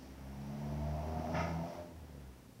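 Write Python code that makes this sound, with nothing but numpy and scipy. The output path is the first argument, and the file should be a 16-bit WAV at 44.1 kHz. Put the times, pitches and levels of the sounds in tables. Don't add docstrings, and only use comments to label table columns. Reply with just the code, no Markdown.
import sys
import numpy as np
from scipy import signal
from scipy.fft import rfft, irfft
from scipy.io import wavfile

SR = 44100
rng = np.random.default_rng(int(sys.argv[2]) if len(sys.argv) > 2 else 0)


def master_out(mix):
    frames = np.transpose(np.atleast_2d(mix))
    ceiling = np.clip(frames, -1, 1)
    pcm = np.round(ceiling * 32767).astype(np.int16)
    wavfile.write(sys.argv[1], SR, pcm)


N = 114660
T = np.arange(N) / SR
HZ = np.maximum(np.fft.rfftfreq(N, 1 / SR), 1)


def from_db(db):
    return 10 ** (np.asarray(db) / 20)


def rms_one(x):
    return x / np.sqrt(np.mean(x ** 2) + 1e-20)


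def in_time(rows):
    return np.interp(T, *np.transpose(rows))


def gain_at(spectrum, hz):
    points, db = np.transpose(spectrum)
    return from_db(np.interp(np.log(hz), np.log(points), db))


def noise(spectrum, gate=1):
    low_cut = 1 + (spectrum[0][0] / HZ) ** 4
    high_cut = 1 + (HZ / spectrum[-1][0] / 1.4) ** 8
    white = rfft(rng.standard_normal(N) * gate)
    return rms_one(irfft(white * gain_at(spectrum, HZ) / low_cut / high_cut, N))


def drift(corner_hz):
    wander = irfft(rfft(rng.standard_normal(N)) / (1 + (HZ / corner_hz) ** 2), N)
    return rms_one(wander - wander.mean())


def firing(phase, depth, uneven):
    return np.exp(depth * np.cos(phase) + uneven * np.cos(phase / 2))


def order_tone(phase, rough, flutter_hz):
    flutter = 1 + rough * (drift(flutter_hz) + 1j * drift(flutter_hz))
    carrier = np.exp(1j * (phase + rng.uniform(0, 2 * np.pi)))
    return rms_one(np.real(flutter * carrier))


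def room_floor(level_db=-63.5):
    # f/Hz, relative level/dB
    spectrum = [(22, -2), (30, 25), (38, 21.5), (60, 25.5), (150, 21), (400, 14), (1000, 11), (3000, 3.5),
                (7000, 0.5), (16000, -2)]
    return from_db(level_db) * noise(spectrum)


def hiss(phase):
    # t/s, level/dB
    level = [(0, -67.5), (.2, -74.5), (.6, -69.5), (1.0, -69.5), (1.3, -66), (1.4, -59), (1.58, -68),
             (1.73, -65), (1.82, -70), (1.9, -77.5), (2.6, -82)]
    # f/Hz, relative level/dB
    spectrum = [(3000, -11.5), (4100, -9), (4800, -5.5), (5300, -6), (5750, -2.5), (6200, -10.5),
                (6800, -19), (9000, -30)]
    return from_db(in_time(level)) * noise(spectrum, firing(phase, depth=0.1, uneven=0.023))


def rush(phase):
    # t/s, level/dB
    level = [(0, -60), (.3, -58), (.8, -54.5), (1.3, -53), (1.5, -54.5), (1.75, -54), (1.9, -61.5),
             (2.28, -64.5), (2.4, -67), (2.6, -87)]
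    # f/Hz, relative level/dB
    spectrum = [(150, 9), (300, 0.5), (460, -1), (680, -1), (900, -3), (1150, -10), (2100, -11.5),
                (3000, -16.5), (4200, -26), (6000, -26.5), (8000, -35.5), (15000, -28)]
    return from_db(in_time(level)) * noise(spectrum, firing(phase, depth=0.066, uneven=0.023))


def throb(phase):
    # t/s, level/dB
    level = [(0, -61.5), (.45, -56), (.9, -61.5), (1.28, -48.5), (1.36, -41.5), (1.45, -46.5), (1.7, -56.5),
             (1.95, -59), (2.25, -56.5), (2.38, -61.5), (2.6, -59.5)]
    # f/Hz, relative level/dB
    spectrum = [(30, -26), (55, -25), (85, -6), (120, -0.5), (205, -2.5), (230, -7.5), (258, -2), (290, -8),
                (340, -12), (500, -12), (1000, -56)]
    return from_db(in_time(level)) * noise(spectrum, firing(phase, depth=0.74, uneven=0.45))


def rattle(phase, start_s=1.332, level_db=-36):
    # f/Hz, bandwidth/Hz, relative level/dB
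    modes = [(604.2, 28, 3), (694, 114, 2.5), (923, 54, -1), (1257, 33, -5), (1433, 92, -6.5),
             (1707, 54, -8), (2074, 130, -6.5), (2356, 110, -11.5), (2690, 120, -14), (3420, 500, -18),
             (5100, 350, -16.5), (5710, 660, -18.5)]
    attack_s, hold_s, fall_db_per_s, top_hz = 0.027, 0.043, 112, 6500
    age = T - start_s
    decay = from_db(-fall_db_per_s * np.maximum(age - attack_s - hold_s, 0))
    envelope = np.clip(age / attack_s, 0, 1) * decay
    contacts = rng.standard_normal(N) * firing(phase, depth=0.078, uneven=0.066)
    ringing = 0
    for k, (hz, width, db) in enumerate(modes):
        radius = np.exp(-np.pi * width / SR)
        feedback = [1, -2 * radius * np.cos(2 * np.pi * hz / SR), radius * radius]
        mode = rms_one(signal.lfilter([1, 0, -1], feedback, contacts))
        ringing += (-1) ** k * from_db(db) * mode
    ringing = signal.sosfilt(signal.butter(4, top_hz, fs=SR, output="sos"), ringing)
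    return from_db(level_db) * envelope * rms_one(ringing)


def growl(phase, firing_hz, half_order_db=-7, grit_db=-3):
    # t/s, level/dB
    level = [(0, -100), (.3, -62.5), (.65, -53), (.92, -49.5), (1.12, -45.5), (1.31, -43.5), (1.39, -44),
             (1.5, -47), (1.63, -46.5), (1.8, -51), (1.88, -61), (2.05, -68), (2.6, -81)]
    # f/Hz, relative level/dB
    response = [(270, -6.5), (385, -13), (455, -25.5), (520, -9.5), (560, -20.5), (605, 1.5), (640, -7.5),
                (685, 0), (790, -12), (890, -7), (1050, -19), (1500, -26.5)]
    tones = 0
    for k in range(7, 38):
        tone = order_tone(k / 2 * phase, rough=0.8, flutter_hz=8.2)
        tones += tone * gain_at(response, k / 2 * firing_hz) * from_db(half_order_db * (k % 2))
    grit = noise(response, firing(phase, depth=0.5, uneven=0.18))
    return from_db(in_time(level)) * rms_one(rms_one(tones) + from_db(grit_db) * grit)


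def whine(phase):
    # t/s, level/dB
    fourth = [(0, -55.5), (0.101, -63.5), (.3, -66), (.46, -60), (.6, -62.5), (.82, -55.5), (.95, -71),
              (1.501, -66), (1.9, -68), (2.6, -78.5)]
    fifth = [(0, -68.5), (0.502, -74), (.72, -55), (.95, -63.5), (1.08, -51.5), (1.22, -65), (1.7, -63),
             (2.0, -75), (2.6, -90)]
    seventh = [(0, -93), (1.5, -80), (1.62, -62), (1.72, -55.5), (1.81, -50.5), (1.86, -63), (1.93, -60),
               (1.999, -81), (2.6, -75)]
    ninth = [(0, -85), (.6, -66), (.8, -56), (0.951, -44), (1.08, -63.5), (1.201, -53), (1.36, -47.5),
             (1.48, -61.5), (1.9, -79), (2.6, -84)]
    return sum(from_db(in_time(level)) * order_tone(k * phase, rough=0.36, flutter_hz=22)
               for k, level in ((4, fourth), (5, fifth), (7, seventh), (9, ninth)))


def boom(phase):
    # t/s, level/dB
    first = [(0, -62), (0.111, -55.5), (.33, -50), (.47, -55), (0.579, -63), (.67, -48), (.85, -40.5),
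             (1.0, -43), (1.18, -44), (1.29, -50.5), (1.38, -43), (1.62, -48), (1.73, -75), (1.81, -50),
             (1.879, -69), (1.96, -51), (2.12, -54), (2.3, -52.5), (2.38, -64.5), (2.6, -74)]
    second = [(0, -77), (.15, -66), (.32, -52), (.66, -43.5), (.95, -41.5), (1.02, -47.5), (1.09, -57.5),
              (1.179, -45), (1.29, -55), (1.35, -42.5), (1.47, -42.5), (1.621, -40), (1.74, -62.5),
              (1.84, -59.5), (1.96, -62), (2.08, -60.5), (2.22, -55.5), (2.33, -64), (2.6, -80)]
    third = [(0, -69), (0.152, -61.5), (.3, -54.5), (.5, -46), (0.678, -46), (.85, -50.5), (1.0, -56),
             (1.15, -49), (1.28, -44), (1.42, -53), (1.62, -48.5), (1.75, -62), (1.88, -60), (2.0, -81),
             (2.6, -69)]
    return sum(from_db(in_time(level)) * order_tone(k * phase, rough=0.095, flutter_hz=18)
               for k, level in enumerate((first, second, third), 1))


def scene():
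    # t/s, f/Hz
    firing_rate = [(0, 64.33), (.11, 66.1), (.32, 67.85), (.59, 71.6), (.85, 74.92), (1.0, 76),
                   (1.12, 79.83), (1.29, 79.77), (1.44, 83.12), (1.58, 82.4), (1.7, 86.06), (1.88, 86.56),
                   (1.96, 79.5), (2.06, 75.7), (2.21, 68.73), (2.33, 62.94), (2.6, 58.3)]
    firing_hz = in_time(firing_rate) * (1 + 0.0029 * drift(corner_hz=8.5))
    phase = 2 * np.pi * np.cumsum(firing_hz) / SR
    motor_noise = throb(phase) + rush(phase) + hiss(phase)
    background = room_floor()
    motor_orders = boom(phase) + whine(phase) + growl(phase, firing_hz)
    return (background + motor_noise + motor_orders + rattle(phase))[None]


def record(dry, cutoff_hz=15800):
    return irfft(rfft(dry) / (1 + (HZ / cutoff_hz) ** 700), N)


dry = scene()
out = record(dry)
master_out(out)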